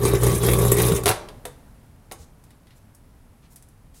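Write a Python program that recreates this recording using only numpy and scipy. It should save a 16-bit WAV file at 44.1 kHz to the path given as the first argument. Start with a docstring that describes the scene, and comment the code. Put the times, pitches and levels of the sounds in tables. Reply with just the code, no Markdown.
"""Arcing in a microwave oven

An arc, heard from just in front of the oven door in a quiet kitchen, restrikes on every mains cycle.
It drones, thumps the metal cavity and sizzles, flaring now and then. After a second it dies and the
latch clatters open; the door clicks again, rubs under a hand and ticks as it swings wide."""
import sys
import numpy as np
from scipy import signal
from scipy.fft import rfft, irfft
from scipy.io import wavfile

SR = 44100
rng = np.random.default_rng(int(sys.argv[2]) if len(sys.argv) > 2 else 0)


def dump_mix(stems):
    """Bounce the given channels to the path in sys.argv[1] as a 16-bit WAV at rate SR."""
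    frames = np.atleast_2d(stems).T  # one column per channel
    limited = np.clip(frames, -1, 1)  # hard clip at full scale
    pcm = np.round(limited * 32767).astype(np.int16)
    wavfile.write(sys.argv[1], SR, pcm)


N = 176400
TIME, BIN_HZ = np.arange(N) / SR, np.fft.rfftfreq(N, 1 / SR)
MAINS_HZ, STRIKE_S, SPRAY_PEAK_S = 60, .0016, 0.001
ARC_FADE_DB_PER_S, FLARE_DECAY_S = 178, 0.0072
FLOOR_DB, EDGE_HZ = -53, 15900

# Room rumble. Each row: frequency in Hz, relative spectral density in dB.
FLOOR_SPECTRUM = [(12, -17), (24, -1), (75, -5), (150, -7), (190, -14), (230, -10.5), (340, -21.5),
                  (850, -24.5), (1800, -32.5), (3500, -39.5), (7000, -41.5), (11000, -37.5), (16000, -47)]
# Its envelope. Each row: time in seconds, level in dB above FLOOR_DB.
FLOOR_ENVELOPE = [(1.2, 8), (2, 2.64), (4, 1)]
# Kitchen reverberation. Each row: frequency in Hz, T60 in seconds.
KITCHEN_T60 = [(100, 1), (600, 0.72), (2000, 0.4), (6000, 0.35), (15000, 0.17)]
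# Hand rubs. Each row: start and length in seconds, level in dB, centre in Hz.
HAND_RUBS = [(2.182, 0.072, -55.5, 6500), (2.754, 0.039, -61.5, 8000), (3.421, 0.058, -64, 2870),
             (3.5, 0.053, -58, 9600), (3.938, 0.07, -56, 7500)]
# Latch and door blows. Each row: start in seconds, relative body, clack and tick levels in dB.
LATCH_BLOWS = [(1.0355, -36, -35.5, -29.5), (1.058, -20, -18, -18), (1.0665, -20, -18, -20),
               (1.079, -22, -17, -20), (1.0855, -36, -19.5, -19), (1.091, -20, -20, -16),
               (1.102, -20.5, -28, -35), (1.113, -28, -21, -29), (1.287, -46, -36.5, -48),
               (1.453, -36, -32, -32.5), (2.1135, -38.5, -38, -44), (2.1205, -44, -40.5, -34)]
# Ticks of the swinging door. Each row: start in seconds, relative clack and tick levels in dB.
SWING_TICKS = [(2.439, -57, -52), (2.506, -52, -55.5), (2.6698, -52, -61), (2.707, -50.5, -65),
               (2.9483, -67, -49.5), (3.5592, -52, -40.5), (3.6244, -60, -49.5), (3.6868, -69, -54.5),
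               (3.943, -57.5, -64)]
# Door spectra. Each row: frequency in Hz, relative spectral density in dB.
BODY_SPECTRUM = [(60, -38), (200, -10), (330, -6.5), (640, -2), (1060, -4), (1400, -11), (2000, -16.5),
                 (6000, -53)]
CLACK_SPECTRUM = [(500, -8), (1400, 1), (2000, 6), (2800, 2.5), (3800, 4.5), (5200, -1), (8000, -13),
                  (16000, -61)]
TICK_SPECTRUM = [(1500, -65), (5000, -4.5), (7000, -1), (9500, 4.5), (12000, 1.5), (14000, -8.5),
                 (16000, -8)]
# Cabinet thuds and hollow knocks. Each row: start in seconds, gain in dB, frequency in Hz.
CABINET_THUDS = [(1.055, -19, 102), (1.091, -18, 105), (1.454, -33.5, 490), (2.198, -34.5, 72)]
# Door and cavity modes. Each row: frequency in Hz, relative level in dB, T60 in seconds.
DOOR_MODES = [(423.5, 4, 0.19), (513, -2.5, 0.079), (669, 3, 0.064), (744, 2.5, 0.11), (915, 2, 0.023),
              (1060, 1.5, 0.031), (1352, -1.5, 0.068), (1910, -13, 0.15), (2540, -14, 0.072),
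              (2760, -5, 0.028), (3720, -8.5, 0.031)]
CAVITY_MODES = [(392.5, -4, 0.082), (435, -21, 0.044), (538.3, -15.5, 0.084), (742, -15.5, 0.067),
                (818, -14.5, .1), (1132, -9, 0.059)]
# Arc strength. Each row: time in seconds, relative drone, thump, crackle and sizzle levels in dB.
ARC_ENVELOPE = [(0, -23.5, -28.5, -43, -36.5), (0.042, -10, -17.5, -31, -24),
                (0.075, -14, -20.5, -25.5, -26.5), (0.11, -18, -21.5, -34.5, -30),
                (0.155, -16, -21.5, -27, -50.5), (0.178, -25.5, -25.5, -45, -30),
                (0.215, -19, -25, -33, -27), (0.26, -14, -18.5, -29, -28), (0.362, -13, -23.5, -33, -23),
                (0.395, -21.5, -27.5, -43.5, -30.5), (0.443, -15.5, -18.5, -24, -23),
                (0.511, -15.5, -20, -32.5, -24), (0.565, -14.5, -18.5, -35.5, -31.5),
                (0.62, -13.5, -18.5, -29.5, -25.5), (0.7, -13, -21, -32, -28),
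                (0.755, -17.5, -21, -34, -39.5), (0.798, -12.5, -17, -22.5, -32),
                (0.871, -14, -17, -29, -21.5), (0.938, -16, -19.5, -35, -34),
                (0.966, -20, -27.5, -29.5, -15), (0.998, -33, -24.5, -43.5, -77),
                (1.03, -26.5, -30, -50, -51)]
# Flaring strikes. Each row: start in seconds, relative thump, crackle and sizzle levels in dB.
ARC_FLARES = [(0.0518, -13.5, -23.5, -17), (0.1348, -14.5, -45.5, -24.5), (0.1498, -31.5, -33.5, -22),
              (0.2331, -15, -33.5, -16), (0.267, -14.5, -30.5, -19), (0.4856, -14, -18.5, -20),
              (0.5336, -16, -21, -15.5), (0.587, -23, -26.5, -22), (0.65, -16, -33, -20),
              (0.716, -23, -26, -14), (0.7181, -13, -22.5, -10.5), (0.7686, -17.5, -37.5, -21),
              (0.784, -44, -34, -16), (0.8001, -17, -18.5, -21.5), (0.8175, -69.5, -41, -13.5),
              (0.8864, -38, -35, -20.5), (0.9195, -38.5, -21, -20.5)]
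# Drone tones. Each row: multiple of the mains frequency, relative level in dB.
DRONE_HARMONICS = [(1, -12), (2, -7), (3, -21.5), (4, -33), (9, -24)]
# Arc spectra. Each row: frequency in Hz, relative spectral density in dB.
RUMBLE_SPECTRUM = [(20, -32.5), (45, -29), (65, 3), (95, -5), (130, -5), (172, 4), (203, -11), (228, -6),
                   (262, -19.5), (400, -38.5), (2000, -85)]
THUMP_SPECTRUM = [(100, -46), (260, -19), (310, -4.5), (400, 3), (470, -2), (620, -14.5), (750, -9.5),
                  (950, -18), (1150, -17.5), (1400, -27.5), (4000, -43)]
CRACKLE_SPECTRUM = [(400, -17.5), (1200, -0.5), (2000, 2), (2450, 1), (2850, -3.5), (3500, 2), (4400, -9),
                    (5500, -7), (8000, -20), (16000, -41.5)]
SIZZLE_SPECTRUM = [(1500, -35.5), (5500, -7.5), (6600, -3), (7400, -4), (9300, 0.5), (10800, 0.5),
                   (12500, -2.5), (15800, -8.5)]
# The arc's singing hiss and its whistle. 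Each row: time in seconds, centre in Hz.
SING_GLIDE = [(.08, 11400), (0.248, 8700), (0.459, 10900), (.68, 10500), (.725, 9400), (0.821, 11100),
              (.95, 8900)]
WHISTLE_GLIDE = [(0.287, 3610), (0.37, 3820), (.434, 3290), (.578, 3320), (.656, 3750), (.76, 3560)]


def amp(db):
    """Amplitude grows tenfold per 20 dB."""
    return 10 ** (np.asarray(db) / 20)


def unit_rms(x):
    """Normalisation to rms 1."""
    return x / np.sqrt(np.mean(x ** 2) + 1e-20)


def unit_energy(x):
    """Normalisation to energy 1."""
    return x / np.sqrt(np.sum(x ** 2) + 1e-20)


def at_hz(points, hz):
    """Interpolation on a log-frequency axis."""
    f, value = np.transpose(points)
    return np.interp(np.log(hz + 1), np.log(f + 1), value)


def over_time(rows, column=1):
    """Linear interpolation of one column in time."""
    rows = np.array(rows)
    return np.interp(TIME, rows[:, 0], rows[:, column])


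def add(mix, start_s, sound):
    """Superposition of a sound on the mix."""
    part = mix[max(round(start_s * SR), 0):][:len(sound)]
    part += sound[:len(part)]


def through(x, response):
    """Convolution with an impulse response."""
    return signal.fftconvolve(x, response)[:N]


def colour(x, spectrum, size=8192):
    """Minimum-phase filtering by a response of energy 1 with the given spectrum."""
    log_gain = np.log(amp(at_hz(spectrum, abs(np.fft.fftfreq(size, 1 / SR)))))
    response = np.fft.ifft(np.exp(np.conj(signal.hilbert(log_gain)))).real
    return through(x, unit_energy(response[:size // 2]))


def burst(decay_s):
    """Noise decaying exponentially from rms 1."""
    t = TIME[:SR // 4]
    return rng.standard_normal(len(t)) * np.exp(-t / decay_s)


def ring(modes):
    """Free vibration is a sum of damped modes."""
    t = TIME[:SR // 2]
    return unit_energy(sum(amp(db - 60 * t / t60) * np.sin(2 * np.pi * hz * t) * rng.choice([-1, 1])
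                           for hz, db, t60 in modes))


def wander(rate_hz):
    """Low-passed noise gives a slow fluctuation of rms 1."""
    return unit_rms(irfft(rfft(rng.standard_normal(N)) * np.exp(-(BIN_HZ / rate_hz) ** 2), N))


def resonate(x, hz, width_hz):
    """A moving resonance by heterodyning: shift down, low-pass twice, shift back."""
    carrier = np.exp(2j * np.pi * np.cumsum(hz) / SR)
    pole = np.exp(-np.pi * width_hz / SR)
    once = signal.lfilter([1 - pole], [1, -pole], x / carrier + 1e-18)
    twice = signal.lfilter([1 - pole], [1, -pole], once)
    return (carrier * twice).real * np.sqrt(8 / (1 - pole))  # keeps the level of white noise


def background():
    """Noise weighted to low frequencies is the room's rumble, which eases after a second."""
    noise = irfft(rfft(rng.standard_normal(N)) * amp(at_hz(FLOOR_SPECTRUM, BIN_HZ)), N)
    return unit_rms(noise) * amp(FLOOR_DB + over_time(FLOOR_ENVELOPE))


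def kitchen(x, delay_s=0.0056):
    """A diffuse field decays exponentially, each band with its own reverberation time."""
    hz, t, bands = signal.stft(rng.standard_normal(SR), SR, nperseg=256)
    decay = amp(-60 * t / at_hz(KITCHEN_T60, hz)[:, None])
    tail = signal.istft(bands * decay, SR, nperseg=256)[1]
    return through(x, unit_energy(tail * (TIME[:len(tail)] > delay_s)))


def hand_rubs(edge_ratio=1.47):
    """Friction of a hand on the door makes soft swells of band-limited noise."""
    out, t = np.zeros(N), TIME[:SR // 2]
    for start, length, db, hz in HAND_RUBS:
        band = signal.butter(1, [hz / edge_ratio, min(hz * edge_ratio, EDGE_HZ)], "bandpass", fs=SR)
        friction = unit_rms(signal.lfilter(*band, rng.standard_normal(len(t))))
        swell = np.sqrt(abs(np.sin(np.pi * np.minimum(t / length, 1))))
        add(out, start, amp(db) * friction * swell)
    return out


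def panels(ring_db=27, thud_decay_s=.022, thud_rise_s=0.0035):
    """Impacts excite the door's modes; the cabinet thuds and knocks as damped sinusoids."""
    out, t = np.zeros(N), TIME[:SR // 2]
    for start, db, _, _ in LATCH_BLOWS:
        add(out, start, amp(db + ring_db) * ring(DOOR_MODES))
    envelope = np.exp(-t / thud_decay_s) - np.exp(-t / thud_rise_s)
    for start, db, hz in CABINET_THUDS:
        add(out, start, amp(db) * np.sqrt(2) * np.sin(2 * np.pi * hz * t) * envelope)
    return out


def hits(rows, column, snap_s, tail_s, tail_db):
    """Each contact is a broadband transient: a sharp snap and a short rattle."""
    out = np.zeros(N)
    for row in rows:
        add(out, row[0], amp(row[column]) * (burst(snap_s) + amp(tail_db) * burst(tail_s)))
    return out


def door(body_db=-4, clack_db=-2):
    """Impacts of latch and door radiate a low body, a mid-range clack and a high tick."""
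    body = hits(LATCH_BLOWS, column=1, snap_s=0.0059, tail_s=0.025, tail_db=-0.5)
    clack = hits(LATCH_BLOWS, column=2, snap_s=0.0038, tail_s=0.011, tail_db=-6)
    clack += hits(SWING_TICKS, column=1, snap_s=0.0027, tail_s=0.021, tail_db=-6)
    tick = hits(LATCH_BLOWS + SWING_TICKS, column=-1, snap_s=0.0026, tail_s=0.012, tail_db=-3)
    return (amp(body_db) * colour(body, BODY_SPECTRUM) + amp(clack_db) * colour(clack, CLACK_SPECTRUM)
            + colour(tick, TICK_SPECTRUM))


def wall_echoes(x, decay_s=0.02, drift_hz=4, count=4):
    """Reflections inside the metal box change their pattern as the arc moves."""
    phase = 2 * np.pi * drift_hz * TIME
    return sum(through(x * np.cos(phase + offset), unit_energy(burst(decay_s)))
               for offset in np.arange(count) * np.pi / count) / np.sqrt(count / 2)


def flicker(x, depth_db=3, rate_hz=32, count=14):
    """Random amplitude modulation of each band shifts the timbre."""
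    spectrum = rfft(x)
    band = np.sqrt(np.minimum(BIN_HZ / EDGE_HZ, 1)) * (count - 1)
    gains = np.array([amp(depth_db * np.clip(wander(rate_hz), -2, 2)) for _ in range(count)])
    gains /= np.sqrt(np.mean(gains ** 2, axis=0))
    return sum(gain * irfft(spectrum * np.maximum(1 - abs(band - k), 0), N)
               for k, gain in enumerate(gains))


def arc_gain(column):
    """The envelope of one arc layer decays exponentially once the power is cut."""
    since_cut_s = np.maximum(TIME - ARC_ENVELOPE[-1][0], 0)
    return amp(over_time(ARC_ENVELOPE, column) - ARC_FADE_DB_PER_S * since_cut_s)


def strikes(depth_db, spread_db, grain_db):
    """Grainy spark noise is amplitude-modulated by the mains, each cycle to its own depth."""
    cycles = (TIME - SPRAY_PEAK_S) * MAINS_HZ
    cycle_db = spread_db * np.clip(rng.standard_normal(N), -2, 1)[np.round(cycles).astype(int)]
    swell = np.cos(np.pi * cycles) ** 2
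    noise = rng.standard_normal(N)
    grains = np.minimum(rng.exponential(1, N), 5)
    return unit_rms(noise * amp((depth_db + cycle_db) * swell + grain_db * grains))


def flares(column):
    """A flaring strike throws a spray of sparks that decays exponentially."""
    out = np.zeros(N)
    for row in ARC_FLARES:
        add(out, row[0], amp(row[column]) * burst(FLARE_DECAY_S))
    return out


def arc_drone(waver_db=2.95, rumble_db=-11):
    """Periodic swelling of the plasma radiates mains harmonics; its random flutter adds rumble."""
    phase = 2 * np.pi * MAINS_HZ * (TIME - np.pi * STRIKE_S)
    tones = sum(amp(db) * np.sqrt(2) * np.cos(k * phase) for k, db in DRONE_HARMONICS)
    flutter = colour(strikes(depth_db=1.5, spread_db=-6.5, grain_db=0.5), RUMBLE_SPECTRUM)
    waver = amp(waver_db * wander(rate_hz=6.9))
    return arc_gain(column=1) * (tones * waver + amp(rumble_db) * flutter)


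def arc_thumps(rough_db=-7.5, push_db=-13, flare_db=-9, ring_db=-5,
               jitter_s=0.00082, spread_db=3, lag_s=.0015):
    """Each strike is a pressure impulse that excites the cavity's modes."""
    pushes, flare_pushes = np.zeros(N), np.zeros(N)
    impulse = np.sqrt([SR / MAINS_HZ])  # one per cycle gives rms 1
    for k, (late, size) in enumerate(rng.standard_normal((N * MAINS_HZ // SR, 2))):
        start = k / MAINS_HZ + STRIKE_S + lag_s + jitter_s * late
        add(pushes, start, impulse * amp(spread_db * min(size, 1.5)))
    for start, db, _, _ in ARC_FLARES:
        add(flare_pushes, start + lag_s, impulse * amp(db + flare_db))
    rough = strikes(depth_db=-1.5, spread_db=-1.5, grain_db=5)
    drive = arc_gain(column=2) * (amp(push_db) * pushes + amp(rough_db) * rough) + flare_pushes
    return colour(drive, THUMP_SPECTRUM) + amp(ring_db) * through(drive, ring(CAVITY_MODES))


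def arc_sparks(crackle_db=-5, sizzle_db=-6, flare_crackle_db=-4, flare_sizzle_db=-3,
               echo_db=-1, sing_db=-5, whistle_db=-10, whistle_waver=0.022):
    """Sparks radiate broadband crackle and sizzle, which drive two gliding resonances."""
    crackle = amp(crackle_db) * arc_gain(column=3) * strikes(depth_db=1, spread_db=2, grain_db=3.5)
    sizzle = amp(sizzle_db) * arc_gain(column=4) * strikes(depth_db=7.5, spread_db=3.5, grain_db=4.5)
    sizzle += amp(flare_sizzle_db) * flares(column=3)
    decorrelated = rng.choice([-1, 1], N) * sizzle
    sing = amp(sing_db) * resonate(decorrelated, over_time(SING_GLIDE), width_hz=3800)
    whistle_hz = over_time(WHISTLE_GLIDE) * (1 + whistle_waver * wander(rate_hz=10))
    whistle = amp(whistle_db) * resonate(crackle, whistle_hz, width_hz=300)
    crackle += amp(flare_crackle_db) * flares(column=2)
    direct = colour(crackle, CRACKLE_SPECTRUM) + colour(sizzle, SIZZLE_SPECTRUM) + sing
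    echoes = amp(echo_db) * wall_echoes(direct)
    return whistle + flicker(direct + echoes) / np.hypot(1, amp(echo_db))


def scene(thump_room_db=-19, spark_room_db=-14, door_room_db=-10):
    """Direct sound from the nearby oven superposes on the kitchen's weaker reverberant field."""
    thumps, sparks, latch = arc_thumps(), arc_sparks(), door() + hand_rubs()
    room = kitchen(amp(thump_room_db) * thumps + amp(spark_room_db) * sparks + amp(door_room_db) * latch)
    return (arc_drone() + thumps + sparks + latch + panels() + room + background())[None]


def record(dry):
    """A linear-phase low-pass filter removes the treble above EDGE_HZ."""
    lowpass = signal.firwin(511, EDGE_HZ, window=("kaiser", 9), fs=SR)
    return signal.oaconvolve(dry, lowpass[None], "same")


dry = scene()
out = record(dry)
dump_mix(out)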